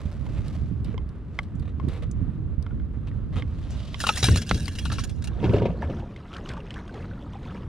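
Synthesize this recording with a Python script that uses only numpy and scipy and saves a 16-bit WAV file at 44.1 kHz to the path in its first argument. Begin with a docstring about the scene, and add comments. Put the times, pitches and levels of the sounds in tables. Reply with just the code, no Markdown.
"""A plastic kayak on a calm sea, heard close up from a two-port stereo microphone on the bow.
The hull rumbles and bumps, and a breeze ruffles the right port. Gear ticks, creaks and rustles while a
fish is held up; at 4 s it is lowered with a jangle of hooks and thumps onto the deck. At 5.4 s a wave
slaps under the bow, trapping air that gulps and gurgles. The image narrows to the centre, and ripples
go on lapping along the side."""
import sys
import numpy as np
from scipy import signal
from scipy.fft import rfft, irfft, next_fast_len
from scipy.io import wavfile
from scipy.ndimage import uniform_filter1d, map_coordinates

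SR = 44100
rng = np.random.default_rng(int(sys.argv[2]) if len(sys.argv) > 2 else 0)


def master(y):
    """Save y as 16-bit WAV."""
    cut = np.clip(np.atleast_2d(y).T, -1, 1)
    pcm = np.round(cut * 32767)  # scale
    wavfile.write(sys.argv[1], SR, pcm.astype(np.int16))


N = 338688
T = np.arange(SR // 3) / SR  # the life of one event, in seconds

# Spectra: freq_hz, density_db
SEA_SPECTRUM = [(240, -22.5), (400, 2.5), (750, -11), (1250, -9.5), (2150, -20.5), (3800, -27.5),
                (5500, -41), (10000, -41), (15000, -61.5)]  # open water
HULL_SPECTRUM = [(12, -16.5), (20, -15), (54, 0.5), (75, 3), (300, -17), (386, -27.5), (700, -46),
                 (910, -50.5), (1540, -120)]  # hull on the swell
CALM_HULL_SPECTRUM = [(12, -17), (25, -3.5), (50, -1), (110, -2.5), (200, -6.5), (320, -15.5), (420, -24.5),
                      (700, -43.5), (1540, -120)]  # hull drummed by ripples alone
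BOOM_SPECTRUM = [(20, -15), (50, -4.5), (75, 3), (120, -5.5), (160, -6), (300, -19), (600, -31),
                 (1500, -120)]  # hull after a blow or a wave
CLOTH_SPECTRUM = [(350, -14.5), (600, 2), (809, -10), (1250, -7), (1450, -12), (1990, -12), (3770, -17.5),
                  (8870, -28), (12500, -35), (15500, -48)]  # rubbing clothes
RASP_SPECTRUM = [(1500, -30.5), (2800, -2.5), (3700, -3.5), (5200, -10), (6500, -16), (10000, -25),
                 (14000, -51.5)]  # wet line sliding
SNAP_SPECTRUM = [(700, -35), (2000, -1), (4500, -4), (9000, 2.5), (12500, -11), (15500, -19)]  # a hook's dry click
CREAK_SPECTRUM = [(260, -35.5), (450, 7.5), (800, -6), (1250, -3), (1440, -13), (2010, -8.5), (3900, -12.5),
                  (4800, -23.5), (8960, -31), (12500, -37), (15000, -63)]  # seat and line under load
TAP_SPECTRUM = [(300, -8), (1200, 13.5), (2200, -0.5), (3300, -8), (4500, -17), (7000, -17.5), (10000, -31),
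                (15000, -45)]  # light contact on plastic
GURGLE_SPECTRUM = [(88, -38.5), (150, 9.5), (268, -5), (435, -1.5), (604, -3.5), (701, -11.5), (1400, -47),
                   (1820, -69), (3080, -120)]  # big bubbles
RIPPLE_SPECTRUM = [(410, -31), (700, -5), (1140, -2.5), (2250, -9), (3300, -9.5), (4380, -15.5),
                   (4850, -16), (9100, -23), (13500, -32.5), (15000, -68)]  # small bubbles
SPLASH_SPECTRUM = [(400, -39), (1500, -3.5), (3300, 2.5), (6000, -11), (9000, -15), (13000, -35),
                   (15000, -42)]  # a breaking ripple
SMACK_SPECTRUM = [(100, -9), (300, 2.5), (700, 2.5), (1100, -8), (1600, -19), (4000, -53)]  # flat water meeting the hull
SPRAY_SPECTRUM = [(350, -22.5), (600, -2), (703, -11.5), (1260, -23.5), (1720, -53), (2040, -17),
                  (2840, -17), (5800, -37), (14000, -66.5)]  # spray off the bow
CRACK_SPECTRUM = [(100, -14.5), (400, -2.5), (700, -11.5), (1550, -4), (2700, -13.5), (4200, -13.5),
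                  (7000, -33.5), (15000, -46)]  # a crack on the deck
TACKLE_SPECTRUM = [(350, -11.5), (600, -8), (867, -7), (1270, -7), (1400, -14), (1670, -9), (2450, -13),
                   (2690, -7.5), (5700, -7), (7910, -13.5), (9070, -12.5), (15700, -27.5)]  # wet steel contacts

# Resonances: pitch_hz, width_hz, level_db
CAVITY_MODES = [(151, 38, -1.5), (294, 165, -4), (405, 50, -1.5), (542, 30, -7), (710, 28, -3.5),
                (940, 21, -11), (1754, 40, -18)]  # hollow under the bow
STEEL_MODES = [(1648, 71, 3.5), (2360, 35, -3), (2787, 140, 3.5), (3300, 23, 9.5), (3460, 18, -3.5),
               (3870, 120, 1.5), (4990, 300, -2), (5250, 67, 2), (5500, 100, -1.5), (5800, 53, -31),
               (6730, 170, 0.5), (8620, 120, -2), (8560, 580, -8.5)]  # hooks and rings
LURE_MODES = [(450, 260, -11.5), (940, 160, -7), (1174, 96, -0.5), (1342, 78, 4), (1570, 144, 2),
              (1630, 160, -2.5), (2630, 400, -12), (4020, 850, -13)]  # hollow lure body
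# Hull panel flexed by a bump: pitch_ratio, t60_s, level_db
PANEL_MODES = [(1, 0.06, -1), (1.7, 0.043, -0.5), (2.6, 0.059, -10.5)]
# Snapping hook: pitch_ratio, width_ratio, level_db
HOOK_MODES = [(1, .27, 5), (1.45, 0.37, -4.5), (2.2, 0.43, -9)]
# Mounts and rails shaken by a tap: pitch_hz, t60_s, level_db, hardness_share
FITTING_MODES = [(980, 0.066, -24, 0.1), (1142, 0.074, -17.5, 0.4), (2110, 0.025, -8.5, 0.52),
                 (3110, 0.017, -9.5, 1), (3320, 0.015, -14, 0.95), (4940, .009, -16.5, 0.86)]

# Steady rumble of the hull: time_s, level_db
RUMBLE_LEVELS = [(0.0, -32.5), (0.6, -29), (1.24, -33.5), (1.71, -31.5), (2.97, -30.5), (4.02, -33),
                 (4.3, -34.5), (4.47, -35.5), (4.58, -29.5), (5.22, -30.5), (5.6, -31), (6.18, -39.5),
                 (6.91, -38.5), (7.68, -37.5)]
# Gusts on the microphone: start_s, hold_s, level_db
BREEZE_GUSTS = [(0, 0.92, -5.5), (1.602, 2.17, -5.5), (5.106, 0.11, 0.5)]
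# Soft bumps on the right side: start_s, level_db, pitch_hz
HULL_BUMPS = [(0.055, -18.5, 72), (.21, -21, 76), (0.618, -22.5, 81), (0.713, -18, 100),
              (.884, -23.5, 115.4), (1.545, -23.5, 95), (1.606, -21, 77), (1.839, -17.5, 107),
              (1.871, -19.5, 134.5), (2.215, -17.5, 95), (2.28, -18, 78), (2.58, -16, 74.3),
              (2.73, -23.5, 73), (2.972, -21.5, 75), (3.364, -18.5, 85.5)]
# Strokes of wet line and clothing: start_s, hold_s, level_db, edge_s
CLOTH_RUBS = [(0, 0.011, -56, 0.79), (0.338, 0.21, -56.5, 0.28), (1.353, 0.084, -63.5, 0.11),
              (1.902, 0.03, -58, 0.16), (3.707, 0.13, -57, 0.5)]
# Snaps of line and hooks: start_s, level_db, pitch_hz, t60_s
HOOK_SNAPS = [(0.482, -35.5, 3500, 0.017), (0.846, -37.5, 3800, 0.038), (1.091, -46, 4450, 0.022),
              (1.4316, -42.5, 3770, 0.038), (1.552, -53.5, 6540, 0.078), (1.5968, -45, 3600, 0.033),
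              (1.886, -36.5, 3620, 0.062), (2.113, -34, 6870, 0.033), (2.626, -39.5, 4040, 0.025),
              (3.706, -37.5, 5900, 0.13)]
# Creaks of seat and line: start_s, length_s, level_db, slips_per_s
LOAD_CREAKS = [(0.361, 0.033, -51.5, 128), (0.846, 0.083, -55.5, 104), (1.624, 0.086, -53.5, 31),
               (1.883, 0.1, -48, 104), (2.023, 0.012, -47, 106), (3.072, 0.013, -53.5, 80),
               (3.327, 0.02, -51.5, 110), (3.359, 0.042, -43.5, 150)]
# Light taps on plastic gear: start_s, level_db, pitch_hz, t60_s, hardness_db
GEAR_TAPS = [(0.265, -35.5, 905, 0.024, -4), (0.943, -27, 435, 0.046, -29), (0.979, -28.5, 1030, 0.029, 4),
             (1.3896, -15, 2090, 0.015, 1), (1.799, -30, 1064, 0.043, -8), (2.665, -33, 1350, 0.02, -4),
             (2.709, -43.5, 1430, 0.042, -5), (2.799, -45.5, 1490, 0.018, -2),
             (3.115, -44, 1890, 0.018, -7), (3.423, -27.5, 2130, 0.0072, 2), (3.944, -25, 2450, 0.0094, 6),
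             (4.68, -25, 2080, 0.011, 6)]
# Waves running along the hull: start_s, hold_s, gurgle_db, ripple_db
HULL_WAVES = [(5.452, 0.01, -31, -41), (5.52, 0.043, -32, -39.5), (5.807, 0.18, -37.5, -48),
              (6.353, 0.03, -47, -45), (6.491, 0.037, -40, -42.5), (6.755, 0.025, -52, -45),
              (6.94, 0.1, -42.5, -49), (7.2, 0.012, -62, -51.5), (7.337, .01, -66, -66),
              (7.446, 0.11, -44.5, -48)]
# Single plops of ripples: start_s, level_db, pitch_hz, splash_relative_db
RIPPLE_PLOPS = [(5.822, -20, 1730, -26), (5.996, -31, 780, -22), (6.022, -29, 820, -40),
                (6.162, -29.5, 2090, -17.5), (6.33, -33, 1330, -13), (6.337, -25.5, 3250, -16),
                (6.347, -30, 3300, -19), (6.366, -38, 1080, -0.5), (6.459, -28, 2900, -27),
                (6.49, -33.5, 3160, -1.5), (6.503, -26, 1560, -28), (6.521, -33, 1050, -23),
                (6.535, -33, 1330, -10.5), (6.568, -25.5, 1160, -26), (6.576, -25.5, 890, -26),
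                (6.604, -29.5, 2750, -26), (6.706, -23.5, 3030, -15.5), (6.741, -27.5, 3200, -14.5),
                (6.761, -27, 1650, -29), (6.768, -28, 1760, -31), (6.789, -34, 945, -19),
                (6.878, -35.5, 1170, -12), (6.894, -29, 1510, -28), (6.942, -28.5, 786, -16),
                (7.006, -38, 2050, -25), (7.026, -34, 2650, -28), (7.112, -30, 1500, -36),
                (7.264, -34, 1240, -36), (7.334, -36.5, 3150, -14), (7.335, -33, 1000, -29),
                (7.353, -26, 795, -32), (7.452, -35.5, 2520, -18), (7.507, -41, 2800, -23)]
# Slaps under the bow: start_s, level_db, pocket_hz, spray_relative_db, thud_relative_db
BOW_SLAPS = [(5.429, -21.5, 430, -22, -21), (5.44, -21, 325, -7.5, 2), (5.456, -26.5, 292, -12, 7.5),
             (5.493, -24, 370, -9, 8.5), (5.535, -19.5, 540, -14, -11), (5.541, -14.5, 416, -35, 0),
             (5.563, -21.5, 297, -14, 3), (5.582, -26, 480, -10, -4), (5.619, -18, 415, -15.5, -1.5),
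             (5.654, -17, 507, -15, -31), (5.701, -31.5, 555, -12.5, -6), (5.827, -26.5, 870, -18, -17),
             (5.897, -26.5, 485, -12.5, -8)]
# Blows on the deck: start_s, boom_db, boom_hz, crack_db, brightness_hz
DECK_BLOWS = [(4.229, -21.5, 116, -23, 1090), (4.286, -10, 103.5, -16.5, 385),
              (4.36, -22, 86.3, -28.5, 900), (4.512, -15, 69, -14.5, 3940)]
# Shakes of lure and grip: start_s, level_db, t60_s, brightness_hz
LURE_SHAKES = [(4.002, -20, 0.095, 11900), (4.067, -20.5, 0.14, 6870), (4.091, -21.5, 0.07, 6950),
               (4.156, -25, 0.072, 9000), (4.172, -18.5, 0.049, 9000), (4.228, -13.5, 0.044, 6020),
               (4.24, -7.5, 0.045, 14000), (4.254, -18.5, 0.31, 9900), (4.358, -22, 0.024, 6030),
               (4.371, -17, 0.05, 12000), (4.417, -23.5, .06, 12200), (4.491, -25, 0.057, 6030),
               (4.544, -25, 0.023, 6000), (4.572, -32, .04, 7000), (4.603, -29.5, 0.025, 9000),
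               (4.656, -32.5, 0.028, 9000), (4.679, -25.5, 0.047, 8000), (4.752, -32, 0.049, 9100),
               (4.786, -27, 0.072, 8950), (4.851, -29, 0.098, 4970), (4.919, -25, 0.17, 4970),
               (4.9887, -27, 0.12, 5000), (5.0366, -25, 0.04, 9950), (5.049, -30.5, 0.021, 10000),
               (5.094, -36.5, 0.08, 8000), (5.222, -34.5, 0.025, 5000), (5.241, -27, 0.057, 10100),
               (5.2726, -29.5, 0.032, 8140)]
# Knocks of the lure: start_s, level_db
LURE_CLACKS = [(4.038, -16), (4.067, -15), (4.0901, -7), (4.5148, -31), (4.854, -25.5), (4.9, -26.5),
               (4.917, -25.5), (4.983, -24)]
# Hooks jangling between shakes: start_s, hold_s, level_db, fall_s
HOOK_JANGLES = [(4.034, 0.35, -37, 0.06), (4.485, 0.083, -42, 0.21), (4.66, 0.26, -49, 0.35)]

# Likeness of the two ports: freq_hz, correlation
PORT_LIKENESS = [(100, .92), (400, .975), (1500, .955), (4000, .83), (9000, .7), (14000, .62)]
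# Stereo image: time_s, width (0 is mono)
STEREO_WIDTH = [(0, 1), (5.6, 1), (6.1, 0.06), (7.68, 0)]


def amp(db):
    """Decibels to gain."""
    return 10 ** (np.asarray(db) / 20)


def unit(x):
    """Scale to rms 1."""
    return x / np.sqrt(np.mean(x ** 2) + 1e-20)


def hit(x):
    """Scale so that the loudest 3 ms have rms 1."""
    return x / np.sqrt(uniform_filter1d(x ** 2, size=132).max() + 1e-20)


def fade(t60):
    """Exponential decay over the life of an event."""
    return np.exp(-np.log(1000) * T / t60)


def onset(rise_s):
    """A soft attack with time constant rise_s."""
    return 1 - np.exp(-T / rise_s)


def swell(start_s, rise_s, hold_s, fall_s):
    """A gain that reaches 1 at start_s, holds and falls; rise and fall are the times for 20 dB."""
    t = np.arange(N) / SR - start_s
    away = np.maximum(-t / rise_s, (t - hold_s) / fall_s)
    return np.exp(-np.log(10) * np.clip(away, 0, 10))


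def together(gains):
    """Unrelated sounds add in power."""
    return np.sqrt(sum(g ** 2 for g in gains))


def along(points, hz):
    """Interpolate (freq_hz, value) points on a log axis."""
    return np.interp(np.log(hz + 1), np.log(np.array(points)[:, 0] + 1), np.array(points)[:, 1])


def curve(points):
    """Interpolate (time_s, value) points at every sample."""
    return np.interp(np.arange(N) / SR, *np.transpose(points))


def wobble(rate):
    """A smooth random curve, rate knots a second."""
    return map_coordinates(rng.standard_normal(int(N * rate / SR) + 4), [np.arange(N) * rate / SR])


def filtered(x, response):
    """x times a complex response of frequency."""
    n = x.shape[-1]
    padded = next_fast_len(n + SR // 4)
    return irfft(rfft(x, padded) * response(np.fft.rfftfreq(padded, 1 / SR)), padded)[..., :n]


def lowpass(x, corner_hz, poles=1):
    """Dull the treble by 6 dB an octave for each pole."""
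    return filtered(x, lambda hz: 1 / (1 + 1j * hz / corner_hz) ** poles)


def coloured(x, spectrum):
    """x through a causal filter with the given spectrum."""
    gain = amp(along(spectrum, np.fft.rfftfreq(SR // 5, 1 / SR)))
    cepstrum = irfft(np.log(gain + 1e-6))
    half = len(cepstrum) // 2
    kernel = irfft(np.exp(rfft(np.r_[cepstrum[0], 2 * cepstrum[1:half], np.zeros(half)])))
    return signal.fftconvolve(x, kernel)[:len(x)]


def resonate(x, modes):
    """x through (pitch_hz, width_hz, level_db) resonances of alternating sign."""
    return filtered(x, lambda f: sum(
        (-1) ** k * amp(db) * 1j * f * width / (hz * hz - f * f + 1j * f * width)
        for k, (hz, width, db) in enumerate(modes)))


def ringing(modes):
    """Dying sines from (pitch_hz, t60_s, level_db) rows."""
    return sum(amp(db) * np.sin(2 * np.pi * hz * T) * fade(t60) for hz, t60, db in modes)


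def shifting(x, depth_db, width_hz, life_s=0.025):
    """Resonances that come and go: random peaks and dips of a given width and life."""
    hz, s, frames = signal.stft(x, SR, nperseg=256)
    grid = np.meshgrid(hz / width_hz, s / life_s, indexing="ij")
    field = map_coordinates(rng.standard_normal(size=(100, 900)), grid, mode="mirror")
    return signal.istft(frames * amp(depth_db * field), SR, nperseg=256)[1][:len(x)]


def noise(spectrum):
    """Coloured noise of rms 1."""
    return unit(coloured(rng.standard_normal(N), spectrum))


def burst(t60):
    """A sharp contact followed by dying noise."""
    x = rng.standard_normal(len(T)) * fade(t60)
    x[0] = 3
    return x


def contacts(rate, size):
    """Tiny random impacts, rate a second."""
    return (rng.random(size) < rate / SR) * rng.standard_normal(size)


def spatter(rate, t60, rise_s):
    """A brief, dying shower of tiny impacts."""
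    return contacts(rate, len(T)) * fade(t60) * onset(rise_s)


def add(track, s, x):
    """Mix x into the track at time s."""
    part = track[round(s * SR):][:len(x)]
    part += x[:len(part)]


def bubble(t, hz, cycles, rise):
    """A trapped air pocket: soft start, pitch rising as it dies."""
    age = t * hz / cycles
    phase = 2 * np.pi * hz * t * (1 + rise * np.minimum(age, 2) / 2)
    return np.sin(phase) * np.exp(-np.log(30) * age) * (1 - np.exp(-2 * t * hz))


def bubbles(rate, low_hz, high_hz, cycles, spread_db, size, rise=0.075):
    """A swarm of bubbles, rate a second, each size samples long; rms 1."""
    when, pitch, loud, life = rng.random((int(rate * N / SR), 4)).T[:, :, None]
    hz = low_hz * (high_hz / low_hz) ** pitch
    gain = amp(spread_db * np.minimum(-np.log(1 - loud), 3)) * np.sqrt(hz / low_hz)
    waves = gain * bubble(np.arange(size) / SR, hz, cycles * (0.5 + life), rise)
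    samples = (when * N).astype(int) + np.arange(size)
    return unit(np.bincount(samples.ravel(), waves.ravel())[:N])


def sea(level_db=-55, flutter_db=1.4):
    """The soft wash of open water all around."""
    return amp(level_db + flutter_db * wobble(21)) * noise(SEA_SPECTRUM)


def rumble(heave_db=1.4, calm_s=6.09):
    """The hollow hull booms on the swell, more after blows and waves; gusts hit mostly the right port."""
    level = amp(curve(RUMBLE_LEVELS) + 0.44 + heave_db * wobble(6.5))
    breeze = together([amp(db) * swell(s, 0.44, hold, 1) for s, hold, db in BREEZE_GUSTS])
    struck = [amp(db - 7) * swell(s + 0.0027, 0.02, 0.044, 0.12) for s, db, *_ in DECK_BLOWS]
    rocked = [amp(db + 4.5) * swell(s, 0.02, hold, 0.098) for s, hold, db, _ in HULL_WAVES]
    calm = swell(calm_s, 1, N / SR, 1)
    hull = np.sqrt(1 - calm ** 2) * noise(HULL_SPECTRUM) + calm * noise(CALM_HULL_SPECTRUM)
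    wind = np.array([amp(db) * noise(HULL_SPECTRUM) for db in (-11, 7.5)])  # left, right
    steady = level * (hull + breeze * wind) / np.sqrt(1 + breeze ** 2)
    return steady + together(struck + rocked) * noise(BOOM_SPECTRUM)


def bumps():
    """Soft bumps flex a panel of the hull for a few cycles, mostly on the right."""
    out = np.zeros(N)
    for s, db, hz in HULL_BUMPS:
        flex = ringing([(ratio * hz, t60, level) for ratio, t60, level in PANEL_MODES])
        add(out, s, amp(db - 2) * hit(flex * onset(0.01)))
    return out * amp([[-8], [4]])


def rustle(floor_db=-75.5):
    """Clothing rubs, never quite still, and wet line rasps as the fish is lowered."""
    strokes = [amp(db) * swell(s, edge, hold, edge) for s, hold, db, edge in CLOTH_RUBS]
    rub = unit(coloured(contacts(2200, N), CLOTH_SPECTRUM)) * together([amp(floor_db)] + strokes)
    rub *= amp(5 + 1.4 * wobble(83))
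    slide = swell(start_s=3.75, rise_s=0.31, hold_s=0.32, fall_s=0.31)
    return rub + noise(RASP_SPECTRUM) * slide * amp(-55 + 2.8 * wobble(90))


def snaps():
    """A hook snaps over with a short ring and a dry click."""
    out = np.zeros(N)
    for s, db, hz, t60 in HOOK_SNAPS:
        ring = resonate(burst(t60), [(k * hz, width * hz, level) for k, width, level in HOOK_MODES])
        ring = hit(filtered(ring, lambda f: 1 / np.sqrt(1 + (f / 11000) ** 8)))
        click = hit(coloured(burst(0.014), SNAP_SPECTRUM))
        add(out, s, amp(db - 11) * (ring + amp(-3.5) * click))
    return out


def creaks(edge_s=0.0064):
    """Seat and line stick and slip: uneven slips ring the same part, with a rough scrape between."""
    out = np.zeros(N)
    for s, length, db, rate in LOAD_CREAKS:
        turns = np.cumsum(rate * amp(3 * wobble(110)[:len(T)])) / SR
        load = np.clip(np.minimum(1.1 + T / edge_s, (length - T) / edge_s + 0.84), 0, 1)
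        slips = np.diff(np.floor(turns), prepend=-1) * amp(3 * rng.standard_normal(len(T)))
        ring = signal.fftconvolve(slips * load, burst(0.07))[:len(T)]
        scrape = rng.standard_normal(len(T)) * np.exp(-2.5 * (turns % 1)) * load
        creak = hit(coloured(ring, CREAK_SPECTRUM)) + amp(-3) * hit(coloured(scrape, CREAK_SPECTRUM))
        add(out, s, amp(db + 5.5) * creak)
    return out


def taps():
    """Small plastic parts knock and ring with their fittings; hard taps shake the high ones more."""
    out = np.zeros(N)
    for s, db, hz, t60, hardness_db in GEAR_TAPS:
        fittings = [(f, life, level + share * hardness_db + rng.normal(0, 1))
                    for f, life, level, share in FITTING_MODES]
        ring = hit(ringing([(hz, t60, 0)] + fittings) * onset(0.00013))
        contact = hit(coloured(burst(0.027), TAP_SPECTRUM))
        add(out, s, amp(db - 5) * (ring + amp(-10.5) * contact))
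    return out


def water_levels(stir_s=5.3, rise_s=0.14):
    """Gains of gurgle and ripple: a calm stirring, a swell with each wave, a churn after each slap."""
    calm = swell(stir_s, 0.17, N / SR, 1)
    churn = together([amp(db) * swell(s, 0.018, 0, 0.11) for s, db, *_ in BOW_SLAPS])
    gurgle = [amp(db) * swell(s, rise_s, hold, 0.24) for s, hold, db, _ in HULL_WAVES]
    ripple = [amp(db) * swell(s, rise_s, hold, 0.091) for s, hold, _, db in HULL_WAVES]
    return (together(gurgle + [amp(-52) * calm, amp(-7) * churn]),
            together(ripple + [amp(-54.5) * calm, amp(-32) * churn]))


def lapping():
    """Big bubbles gurgle along the hull and the hollow under the bow; small ones crowd in clusters."""
    gurgle_gain, ripple_gain = water_levels()
    big = bubbles(380, 167, 1240, cycles=7.5, spread_db=4, size=3000)
    small = bubbles(1300, 600, 6500, cycles=15, spread_db=4.8, size=1400)
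    hollow = unit(resonate(rng.standard_normal(N), CAVITY_MODES))
    gurgle = lowpass(unit(coloured(big, GURGLE_SPECTRUM)) + amp(-5.5) * hollow, 3000, poles=2)
    ripple = unit(coloured(small, RIPPLE_SPECTRUM)) + amp(-8) * noise(RIPPLE_SPECTRUM)
    ripple = unit(shifting(ripple, depth_db=2, width_hz=700) * amp(1.5 * wobble(45)))
    return amp(-1) * gurgle_gain * gurgle + amp(-2) * ripple_gain * ripple


def plops():
    """A ripple breaks: one bubble rings with a splash, and two more follow."""
    out = np.zeros(N)
    for s, db, hz, splash_db in RIPPLE_PLOPS:
        splash = hit(coloured(spatter(6500, t60=0.02, rise_s=0.00025), SPLASH_SPECTRUM))
        plop = hit(bubble(T, hz, cycles=24, rise=0.023))
        add(out, s, amp(db - 13.5) * (plop + amp(splash_db + 12) * splash))
        for late, size in rng.random(size=(2, 2)):
            follower = bubble(T, hz * 2 ** (0.4 - 1.29 * size), cycles=11, rise=0.08)
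            add(out, s + 0.022 * late, amp(db - 15) * follower)
    return out


def slaps(thud_hz=113):
    """A wave closes air pockets under the bow: each gulps, thuds on the hull and throws spray."""
    out = np.zeros(N)
    for s, db, hz, spray_db, thud_db in BOW_SLAPS:
        pocket = hit(bubble(T, hz, cycles=8, rise=0.06))
        gulp = pocket + amp(-3) * hit(resonate(burst(0.012), CAVITY_MODES))
        smack = hit(coloured(burst(0.03) * onset(0.001), SMACK_SPECTRUM))
        thud = hit(np.sin(2 * np.pi * thud_hz * T) * fade(0.13) * onset(0.0021))
        # water is a soft hammer: little treble gets into the hull
        body = lowpass(hit(gulp + amp(-8.5) * smack) + amp(thud_db) * thud, 3000, poles=2)
        spray = hit(coloured(spatter(9000, t60=0.078, rise_s=0.002), SPRAY_SPECTRUM))
        add(out, s, amp(db) * (body + amp(spray_db - 2) * spray))
    return out


def deck():
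    """Fish and grip land on the deck: a crack, then the hull's low modes boom."""
    out = np.zeros(N)
    for s, boom_db, boom_hz, crack_db, bright_hz in DECK_BLOWS:
        modes = [(boom_hz, 0.17, 0), (1.65 * boom_hz, 0.12, -8), (225, 0.11, -16), (400, 0.06, -20)]
        boom = hit(ringing(modes) * onset(0.01))
        crack = hit(lowpass(coloured(burst(0.02), CRACK_SPECTRUM), bright_hz))
        add(out, s, amp(boom_db - 0.5) * boom + amp(crack_db + 2) * crack)
    return out


def lure():
    """The hollow lure knocks, ringing a little differently each time."""
    out = np.zeros(N)
    for s, db in LURE_CLACKS:
        body = [(hz * (1 + 0.03 * rng.standard_normal()), width, level + rng.normal(0, 1.5))
                for hz, width, level in LURE_MODES]
        add(out, s, amp(db - 6) * hit(resonate(burst(0.042), body)))
    return out


def tackle():
    """Shakes throw clusters of wet steel contacts and the lure knocks; the hooks jangle on between."""
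    shaking = together([amp(db) * swell(s, 0.072, hold, fall) for s, hold, db, fall in HOOK_JANGLES])
    shaking *= amp(2 * wobble(49))
    drive = shaking * unit(contacts(4000, N))
    for s, db, t60, bright_hz in LURE_SHAKES:
        cluster = lowpass(spatter(5500, t60, rise_s=0.0015), bright_hz)
        add(drive, s, amp(db - 8) * hit(cluster))
        add(shaking, s, amp(db - 7) * fade(t60))
    clacks = lure()
    # the cockpit walls scatter each contact
    tail = rng.standard_normal(len(T)) * fade(0.03)
    scatter = signal.fftconvolve(drive, tail / np.linalg.norm(tail))[:N]
    click = unit(coloured(drive + amp(-4.5) * scatter, TACKLE_SPECTRUM))
    # every contact finds the steel at a new spot, so each mode swells on its own
    ring = unit(sum(resonate(drive * amp(4.9 * wobble(25)), [mode]) for mode in STEEL_MODES))
    # drops flung off the wet fish land on the deck
    drops = bubbles(1200, 1400, 12000, cycles=45, spread_db=5.5, size=1200, rise=0.016)
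    drops = shaking * unit(coloured(drops, TACKLE_SPECTRUM))
    jangle = np.std(drive) * amp(-5.5) * (click + ring) + amp(-8) * drops
    jangle = shifting(jangle, depth_db=2.6, width_hz=350)
    # the wet gear damps the highest treble
    return filtered(jangle + clacks, lambda hz: 1 / np.sqrt(1 + (hz / 14000) ** 10))


def ports(x, lag_samples):
    """Two close ports: the left hears later, and shifting scatter off the deck makes the treble differ."""
    angle = lambda hz: np.arccos(along(PORT_LIKENESS, hz)) / 2
    mid = filtered(x, lambda hz: np.cos(angle(hz)))
    side = filtered(x, lambda hz: np.sin(angle(hz))) * unit(wobble(180))
    delay_s = np.array([[0.5], [-0.5]]) * lag_samples / SR
    return filtered(np.array([mid + side, mid - side]), lambda hz: np.exp(-2j * np.pi * hz * delay_s))


def scene():
    """Everything heard from the bow; the image narrows to the centre after the wave."""
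    mono = sea() + rustle() + snaps() + creaks() + taps()
    mono += tackle() + deck() + slaps() + lapping() + plops()
    pair = rumble() + bumps() + ports(mono, lag_samples=1.3)
    mid = pair.mean(axis=0)
    return mid + curve(STEREO_WIDTH) * (pair - mid)


def record(dry):
    """The camera on the bow keeps nothing above its band limit."""
    return filtered(dry, lambda hz: hz < 15810)


dry = scene()
out = record(dry)
master(out)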